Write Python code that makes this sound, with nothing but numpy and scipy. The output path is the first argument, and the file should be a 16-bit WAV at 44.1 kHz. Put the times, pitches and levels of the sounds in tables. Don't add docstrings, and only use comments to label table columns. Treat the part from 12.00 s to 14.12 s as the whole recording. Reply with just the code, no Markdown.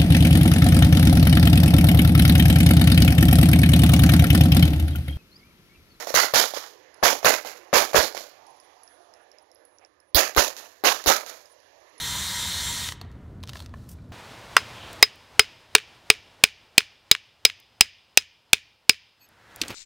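import sys
import numpy as np
from scipy import signal
from scipy.fft import rfft, irfft, next_fast_len
from scipy.io import wavfile
from scipy.ndimage import uniform_filter1d, map_coordinates

SR = 44100
rng = np.random.default_rng(int(sys.argv[2]) if len(sys.argv) > 2 else 0)


def generate_wav(sig):
    pcm = np.round(np.clip(np.atleast_2d(sig).T, -1, 1) * 32767).astype(np.int16)
    wavfile.write(sys.argv[1], SR, pcm)


def boost(x):
    u = np.asarray(x, float) / 20
    return 10 ** u


N = 93492
T = np.arange(N) / SR

# time_s, speed_hz
SHAFT_SPEED = [(0, 414.5), (.07, 414.5), (.15, 410), (.35, 416.5), (.42, 411), (.62, 417.5), (.68, 411.8),
               (.82, 418.3), (.9, 402)]
# time_s, level_db
EFFORT = [
    (0, -0.8),
    (.62, -0.44),
    (.83, -1.5),
    (.88, -2.5),
    (.902, -9),
    (.925, -12.5),
    (0.949, -30),
    (.99, -56),
]
SHAFT_ORDERS = [9, 10, 18, 4.5, 5, 27, 8.25, 14.7, 2.32]
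# level_db, swell_db, phase_turns
TONES = [(-8.5, 1, 0.092), (-12, 0.5, 0.11), (-27.5, 0.5, 0.36), (-19.5, -2, 0.61), (-19.5, 2.5, 0.42),
         (-31, 11, 0.46), (-18.5, 2, 0.11), (-27, 7, 0.32), (-25, -1, 0.88)]
# time_s, half_length_s, swell_db
SLIPS = [
    (.015, .015, -3),
    (.33, 0.01, -4),
    (.425, .012, 0),
    (.645, 0.02, -15),
    (.745, .012, -7),
    (.785, 0.013, -12),
]
# time_s, half_length_s, swell_db
SINGS = [
    (.11, 0.068, 15),
    (.39, .05, 16),
    (.47, .03, 9),
    (.68, .07, 18),
    (.825, .02, 14),
]
# time_s, half_length_s, swell_db
RATTLE = [
    (.085, 0.024, 8.5),
    (.152, 0.019, 12.5),
    (.205, 0.02, 9),
    (.34, 0.018, 8.5),
    (.395, 0.024, 9),
    (.455, 0.021, 9.5),
    (.55, 0.017, 3),
    (.612, 0.018, 10),
    (.70, 0.027, 7.5),
    (.84, .015, -4),
]
# freq_hz, level_db
WHIRR = [(250, -22.5), (600, -18.5), (1200, -10.5), (2700, -13.5), (5000, -12), (8000, -8), (10500, -14.5),
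         (15700, -20)]
# freq_hz, width_hz, level_db
HOUSING = [(1930, 860, 4), (2630, 370, -2), (3320, 900, 5.5), (4030, 1060, 7.5), (5810, 1300, 3.5),
           (7900, 700, -1.5), (11900, 600, 2.5)]
# freq_hz, width_hz, level_db, swell_db, phase_turns
BUZZES = [(185, 50, -22, 5, 0.755), (5650, 1100, -19.5, 9, 0.32), (1625, 180, -27, 2, 0.93),
          (3240, 340, -12, 2.5, 0.36), (7150, 360, -17, 4.5, 0.63)]
# time_s, swell_db, half_length_s
GRABS = [
    (.873, 4, .002),
    (.8885, 5, .0022),
    (.923, 5, .003),
]
# freq_hz, t60_s
HALL = [(500, 2.3), (1500, 1.46), (4000, 0.54), (12000, 0.2)]
# freq_hz, level_db
AIR = [(15, -39.5), (25, -9.5), (83, 1.5), (134, -5.5), (188, -9.5), (251, -12.5), (303, -18), (322, -17),
       (500, -43.5), (650, -71), (1100, -120)]
# freq_hz, width_hz, level_db
DUCT = [(83.9, 29.4, -6), (125.2, 23.5, -12), (249.6, 28, -18)]
# freq_hz, level_db
HISS = [(240, -12), (400, 1), (865, -11), (949, -9.5), (1200, -13.5), (1440, -9.5), (1530, -15.5),
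        (2090, -21.5), (16000, -41)]
# time_s, peak_db, ring_hz, t60_s, tilt_db_per_decade
CLACKS = [(.888, -20, 3180, 0.016, -5), (.9215, -26, 3150, 0.014, -5), (1.0133, -27, 3650, 0.014, -8),
          (1.4359, -24, 3400, 0.015, -11), (1.4742, -28, 4600, 0.0089, -4), (1.4862, -32, 3400, 0.008, -7),
          (1.4924, -24.5, 4130, 0.013, -3), (1.4968, -28, 3100, 0.013, -2),
          (1.5325, -30.5, 4730, 0.019, -2), (1.5554, -35, 4130, 0.018, 6), (1.5689, -32, 3760, 0.027, -7),
          (1.5924, -35, 3480, 0.012, -8), (1.6024, -29, 3670, 0.016, -12.5), (1.6224, -38, 4220, 0.013, 1),
          (1.6606, -30.5, 4440, 0.014, -4)]
# time_s, peak_db, ring_hz, t60_s, tilt_db_per_decade
TICKS = [(1.0474, -54, 3270, 0.018, 5), (1.1149, -50.5, 3500, 0.022, 34), (1.1244, -52, 3280, 0.015, 1),
         (1.1544, -60, 3730, 0.015, 11), (1.4037, -55, 4150, 0.013, 10), (1.4548, -48, 3300, 0.013, 15),
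         (1.4676, -48, 4260, 0.013, 4), (1.5104, -55, 4630, 0.014, 13), (1.5454, -51, 3560, 0.014, 11),
         (1.6926, -51, 4140, 0.012, 10), (1.7853, -51, 3240, 0.014, 6), (2.1044, -55, 4030, 0.01, 19),
         (1.4295, -33.5, 4250, 0.0079, 10), (1.7385, -45, 3900, .012, -7), (1.4338, -40, 4500, .008, 0),
         (1.4815, -40, 2200, 0.012, -5), (1.5075, -52, 5500, .01, 10), (2.09, -57, 9000, .01, 20)]
# freq_hz, level_db
CRACK = [(300, -39), (800, 4), (2200, -2.5), (4000, 6.5), (7000, -7), (10000, -22), (16500, -33)]
# time_s, peak_db, pitch_hz, t60_s
KNOCKS = [(0.8882, -25.5, 1987, 0.021), (.922, -26.5, 1860, 0.0063), (1.0136, -40, 1746, 0.014),
          (1.0146, -37, 717, 0.024), (1.048, -40, 428, 0.047), (1.4363, -40.5, 1060, 0.02),
          (1.533, -36, 1800, .015), (1.5553, -31, 1060, 0.016), (1.5523, -42, 910, 0.014),
          (1.739, -33, 1092, 0.023), (1.985, -51, 1470, 0.063)]
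# ratio_to_pitch, level_db
WOOD = [(.62, -4), (1, 0), (1.27, -10), (1.6, -2), (2.15, -13), (2.7, -15)]
# start_s, length_s, level_db, brightness_db_per_decade
STROKES = [
    (1.475, 0.094, -58.5, -3),
    (1.538, 0.14, -52.5, 3),
    (1.648, 0.13, -77, 3),
    (1.725, 0.32, -65.5, 6),
    (1.927, 0.29, -69, -4.5),
]
# freq_hz, level_db
SKIN = [(350, -29), (600, 8.5), (768, -18), (858, -6), (2540, -10.5), (3990, -5), (16000, -22)]
# start_s, length_s, level_db
SCUFFS = [
    (1.889, 0.0063, -49.5),
    (1.8975, .008, -63),
    (1.904, 0.012, -57),
    (1.914, 0.0036, -54.5),
    (1.92, .018, -58),
]
# time_s, peak_db
CHIPS = [
    (1.8932, -35),
    (1.8945, -40),
    (1.8968, -42),
    (1.9038, -46),
    (1.905, -44),
    (1.9075, -44),
    (1.9163, -42),
    (1.9176, -40),
    (1.9265, -48),
    (1.9335, -45),
]
# freq_hz, width_hz, level_db
SCUFF_RINGS = [(5460, 1700, -2.5), (9400, 1400, 1.5), (12200, 2000, 0.5), (15100, 2500, -4),
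               (3500, 1700, -9)]
# time_s, low_hz, high_hz, level_db
SIDE_NOISE = [
    (.178, 4100, 5400, -46),
    (.178, 9600, 11100, -50),
    (.178, 12400, 14600, -52),
    (.458, 4100, 5900, -45),
    (.713, 4600, 5900, -46),
    (1.2, 11700, 13800, -88),
]

RUN_DB, RELEASE_S, TONE_FADE_DB_PER_S = -30, 0.838, 300
SWELL_HZ = 3.56
FLUTTER_DB, HIGH_FLUTTER_DB, JITTER_TURNS = 0.5, 1.5, 0.006
BRUSH_ORDER, BRUSH_DEPTH, SPARKS_PER_S, SPARK_DB = 0.712, 0.2, 2500, -7
HALL_DB, NEAR_DB, NEAR_T60_S = -18, -16.5, 0.047
AIR_DB, HISS_DB = -43, -59
RISE_S, SNAP = 0.0007, 3
PUFF = 0.25
TOP_HZ, EDGE_HZ = 15800, 70
SIDE_NOISE_S = 0.03


def unit(x):
    return x / np.sqrt(np.mean(x ** 2) + 1e-20)


def along(points, hz):
    f, v = np.transpose(points)
    return np.interp(np.log(hz + 1), np.log(f + 1), v)


def wobble(rate_hz):
    return map_coordinates(rng.standard_normal(int(N * rate_hz / SR) + 4), [T * rate_hz])


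def swells(rows):
    return sum(db * np.exp(-((T - s) / half_s) ** 2) for s, half_s, db in rows)


def hand_pressure(level_db, swell_db, phase_turns):
    return level_db + swell_db * np.cos(2 * np.pi * (SWELL_HZ * T - phase_turns))


def resonance(f, hz, width_hz):
    return 1j * f * width_hz / (hz * hz - f * f + 1j * f * width_hz)


def filtered(x, response):
    m = next_fast_len(len(x) + 8192)
    return irfft(rfft(x, m) * response(np.fft.rfftfreq(m, 1 / SR)), m)[:len(x)]


def noise_through(response):
    return unit(filtered(rng.standard_normal(N), response))


def resonant_noise(hz, width_hz):
    return noise_through(lambda f: resonance(f, hz, width_hz) ** 2)


def causal(points, size):
    gain = boost(along(points, np.fft.rfftfreq(size, 1 / SR)))
    cepstrum = irfft(np.log(gain + 1e-4), size)
    cepstrum[1:size // 2] *= 2
    cepstrum[size // 2 + 1:] = 0
    h = irfft(np.exp(rfft(cepstrum)), size)
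    return h / np.linalg.norm(h)


def patchy(x, depth_db):
    z = signal.stft(x, nperseg=512)[2]
    field = uniform_filter1d(rng.standard_normal(z.shape), size=6, axis=0)
    field = uniform_filter1d(field, size=10, axis=1)
    return signal.istft(z * boost(depth_db * unit(field)), nperseg=512)[1][:N]


def add_hit(out, s, peak_db, hit):
    out[round(s * SR):][:len(hit)] += boost(peak_db) * hit / np.abs(hit).max()


def gear_whine(turns):
    mesh, octave, case = SHAFT_ORDERS[0], SHAFT_ORDERS[2], SHAFT_ORDERS[-1]
    extra_db = {octave: swells(SINGS), mesh: swells(SLIPS), case: swells(RATTLE)}
    tones = 0
    for order, row in zip(SHAFT_ORDERS, TONES):
        flutter_db = FLUTTER_DB if order < octave else HIGH_FLUTTER_DB
        level_db = hand_pressure(*row) + flutter_db * wobble(39.8) + extra_db.get(order, 0)
        phase = 2 * np.pi * order * (turns + JITTER_TURNS * wobble(61.2))
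        tones = tones + boost(level_db) * np.sin(phase)
    return tones * boost(-TONE_FADE_DB_PER_S * np.clip(T - RELEASE_S, 0, 1))


def brush_noise(turns):
    sparks = (rng.random(N) < SPARKS_PER_S / SR) * rng.standard_normal(N)
    pulse = 1 + BRUSH_DEPTH * np.cos(2 * np.pi * BRUSH_ORDER * turns)
    raw = rng.standard_normal(N) * pulse + boost(SPARK_DB) * unit(sparks)

    def housing(f):
        bumps_db = sum(db / (1 + ((f - hz) / width * 2) ** 4) for hz, width, db in HOUSING)
        return boost(along(WHIRR, f) + bumps_db)

    return unit(filtered(patchy(raw, depth_db=1.36), housing))


def housing_buzz():
    buzz = boost(-22.5 + swells(RATTLE)) * resonant_noise(941, 100)
    for hz, width_hz, *pressure in BUZZES:
        buzz = buzz + boost(hand_pressure(*pressure)) * resonant_noise(hz, width_hz)
    return buzz


def drill():
    turns = np.cumsum(np.interp(T, *np.transpose(SHAFT_SPEED))) / SR
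    s, db = np.transpose(EFFORT)
    level = boost(RUN_DB + np.interp(T, s, db, right=-90))
    grab_db = swells([(s, half_s, db) for s, db, half_s in GRABS])
    noise = brush_noise(turns) + housing_buzz()
    return level * (boost(-1.05 + grab_db) * noise + np.sqrt(2) * gear_whine(turns))


def hall(x):
    hz, t, z = signal.stft(rng.standard_normal(SR), SR, nperseg=256)
    decay = boost(-60 * t / along(HALL, hz)[:, None])
    far = signal.istft(z * decay, SR, nperseg=256)[1]
    near = rng.standard_normal(len(far)) * boost(-60 * np.arange(len(far)) / SR / NEAR_T60_S)
    tail = boost(HALL_DB) * far / np.linalg.norm(far) + boost(NEAR_DB) * near / np.linalg.norm(near)
    return signal.fftconvolve(np.pad(x, (60, 0)), tail)[:N]


def ventilation():
    rumble_points = [(10, -85), (28, -12)] + AIR[2:] + [(1200, -130)]
    hiss_points = [(100, -63)] + HISS
    rumble_db = AIR_DB + 1.68 * wobble(8.51) + 0.28 * wobble(6.3)
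    rumble = boost(rumble_db) * noise_through(lambda f: boost(along(rumble_points, f)))
    ducts = sum(boost(AIR_DB + db) * resonant_noise(hz, width_hz) for hz, width_hz, db in DUCT)
    hiss = boost(HISS_DB + 1.6 * wobble(4.95)) * noise_through(lambda f: boost(along(hiss_points, f)))
    return rumble + ducts + hiss


def click(ring_hz, t60_s, tilt_db, ring_gain, relative_width):
    t = np.arange(2048) / SR
    envelope = boost(-60 * t / max(t60_s, 0.003)) * (1 - np.exp(-(t / RISE_S) ** 2))
    contact = np.arange(len(t)) == round(RISE_S * SR)
    burst = rng.standard_normal(len(t)) * envelope + SNAP * contact
    ring = filtered(burst, lambda f: resonance(f, ring_hz, relative_width * ring_hz))
    tilted = [(f, db + tilt_db * np.log10(f / 4000)) for f, db in CRACK]
    crack = np.convolve(burst, causal(tilted, size=256))[:len(t)]
    return unit(crack) + ring_gain * unit(ring)


def clicks():
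    out = np.zeros(N + SR)
    for rows, ring_gain, relative_width in ((CLACKS, 1.3, 0.45), (TICKS, 1.7, 0.6)):
        for s, peak_db, *tone in rows:
            add_hit(out, s, peak_db, click(*tone, ring_gain, relative_width))
    return out[:N]


def knocks():
    out, t = np.zeros(N + SR), np.arange(4096) / SR
    for s, peak_db, hz, t60_s in KNOCKS:
        ring = sum(boost(db + rng.normal(0, 0.72)) * np.sin(2 * np.pi * ratio * hz * t) for ratio, db in WOOD)
        puff = unit(filtered(rng.standard_normal(len(t)), lambda f: resonance(f, 1.29 * hz, 1.2 * hz) ** 3))
        envelope = boost(-60 * t / t60_s) * (1 - np.exp(-t / 0.00056))
        add_hit(out, s, peak_db, (ring + PUFF * puff) * envelope)
    return out[:N]


def brushing():
    out = 0
    for s, length_s, db, bright_db in STROKES:
        u = (T - s) / length_s
        shape = np.clip(u / 0.059, 0, 1) * np.clip((1 - u) / 0.56, 0, 1)
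        raw = rng.standard_normal(N) * boost(1.4 * wobble(300))
        grain = filtered(raw, lambda f: boost(along(SKIN, f) + bright_db * np.log10(f / 4000 + 1e-3)))
        out = out + boost(db) * shape * unit(grain)
    return out


def scuff():
    def colour(f):
        return sum((-1) ** k * boost(db) * resonance(f, hz, width_hz)
                   for k, (hz, width_hz, db) in enumerate(SCUFF_RINGS))

    grit = unit(filtered(rng.standard_normal(N) * boost(2.2 * wobble(1500)), colour))
    shape = 0
    for s, length_s, db in SCUFFS:
        rise = np.clip((T - s) / 0.00067, 0, 1)
        decay = boost(-60 * np.clip(T - s - length_s, 0, 1) / 0.026)
        shape = shape + boost(db) * rise * decay
    snaps, snap = np.zeros(N), filtered(np.arange(64) == 0, colour)
    for s, peak_db in CHIPS:
        add_hit(snaps, s, peak_db, snap)
    return shape * grit + snaps


def scene():
    near = drill() + clicks() + knocks() + brushing() + scuff()
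    return np.tile(near + hall(near) + ventilation(), (2, 1))


def low_pass(x):
    return signal.sosfilt(signal.butter(12, 17030, fs=SR, output="sos"), x)


def record(dry):
    def band_limit(f):
        shelf = boost(-18.5 * (1 + np.tanh((f - TOP_HZ) / EDGE_HZ)))
        return shelf * (1 - np.tanh((f - TOP_HZ - 800) / EDGE_HZ)) / 2

    mid = filtered(dry[0], band_limit)
    side = 0
    for s, low_hz, high_hz, db in SIDE_NOISE:
        window = np.cos(np.pi * np.clip((T - s) / SIDE_NOISE_S, -0.5, 0.5))
        side = side + boost(db) * window * noise_through(lambda f: (f > low_hz) & (f < high_hz))
    return low_pass(np.array([mid + side, mid - side]))


dry = scene()
out = record(dry)
generate_wav(out)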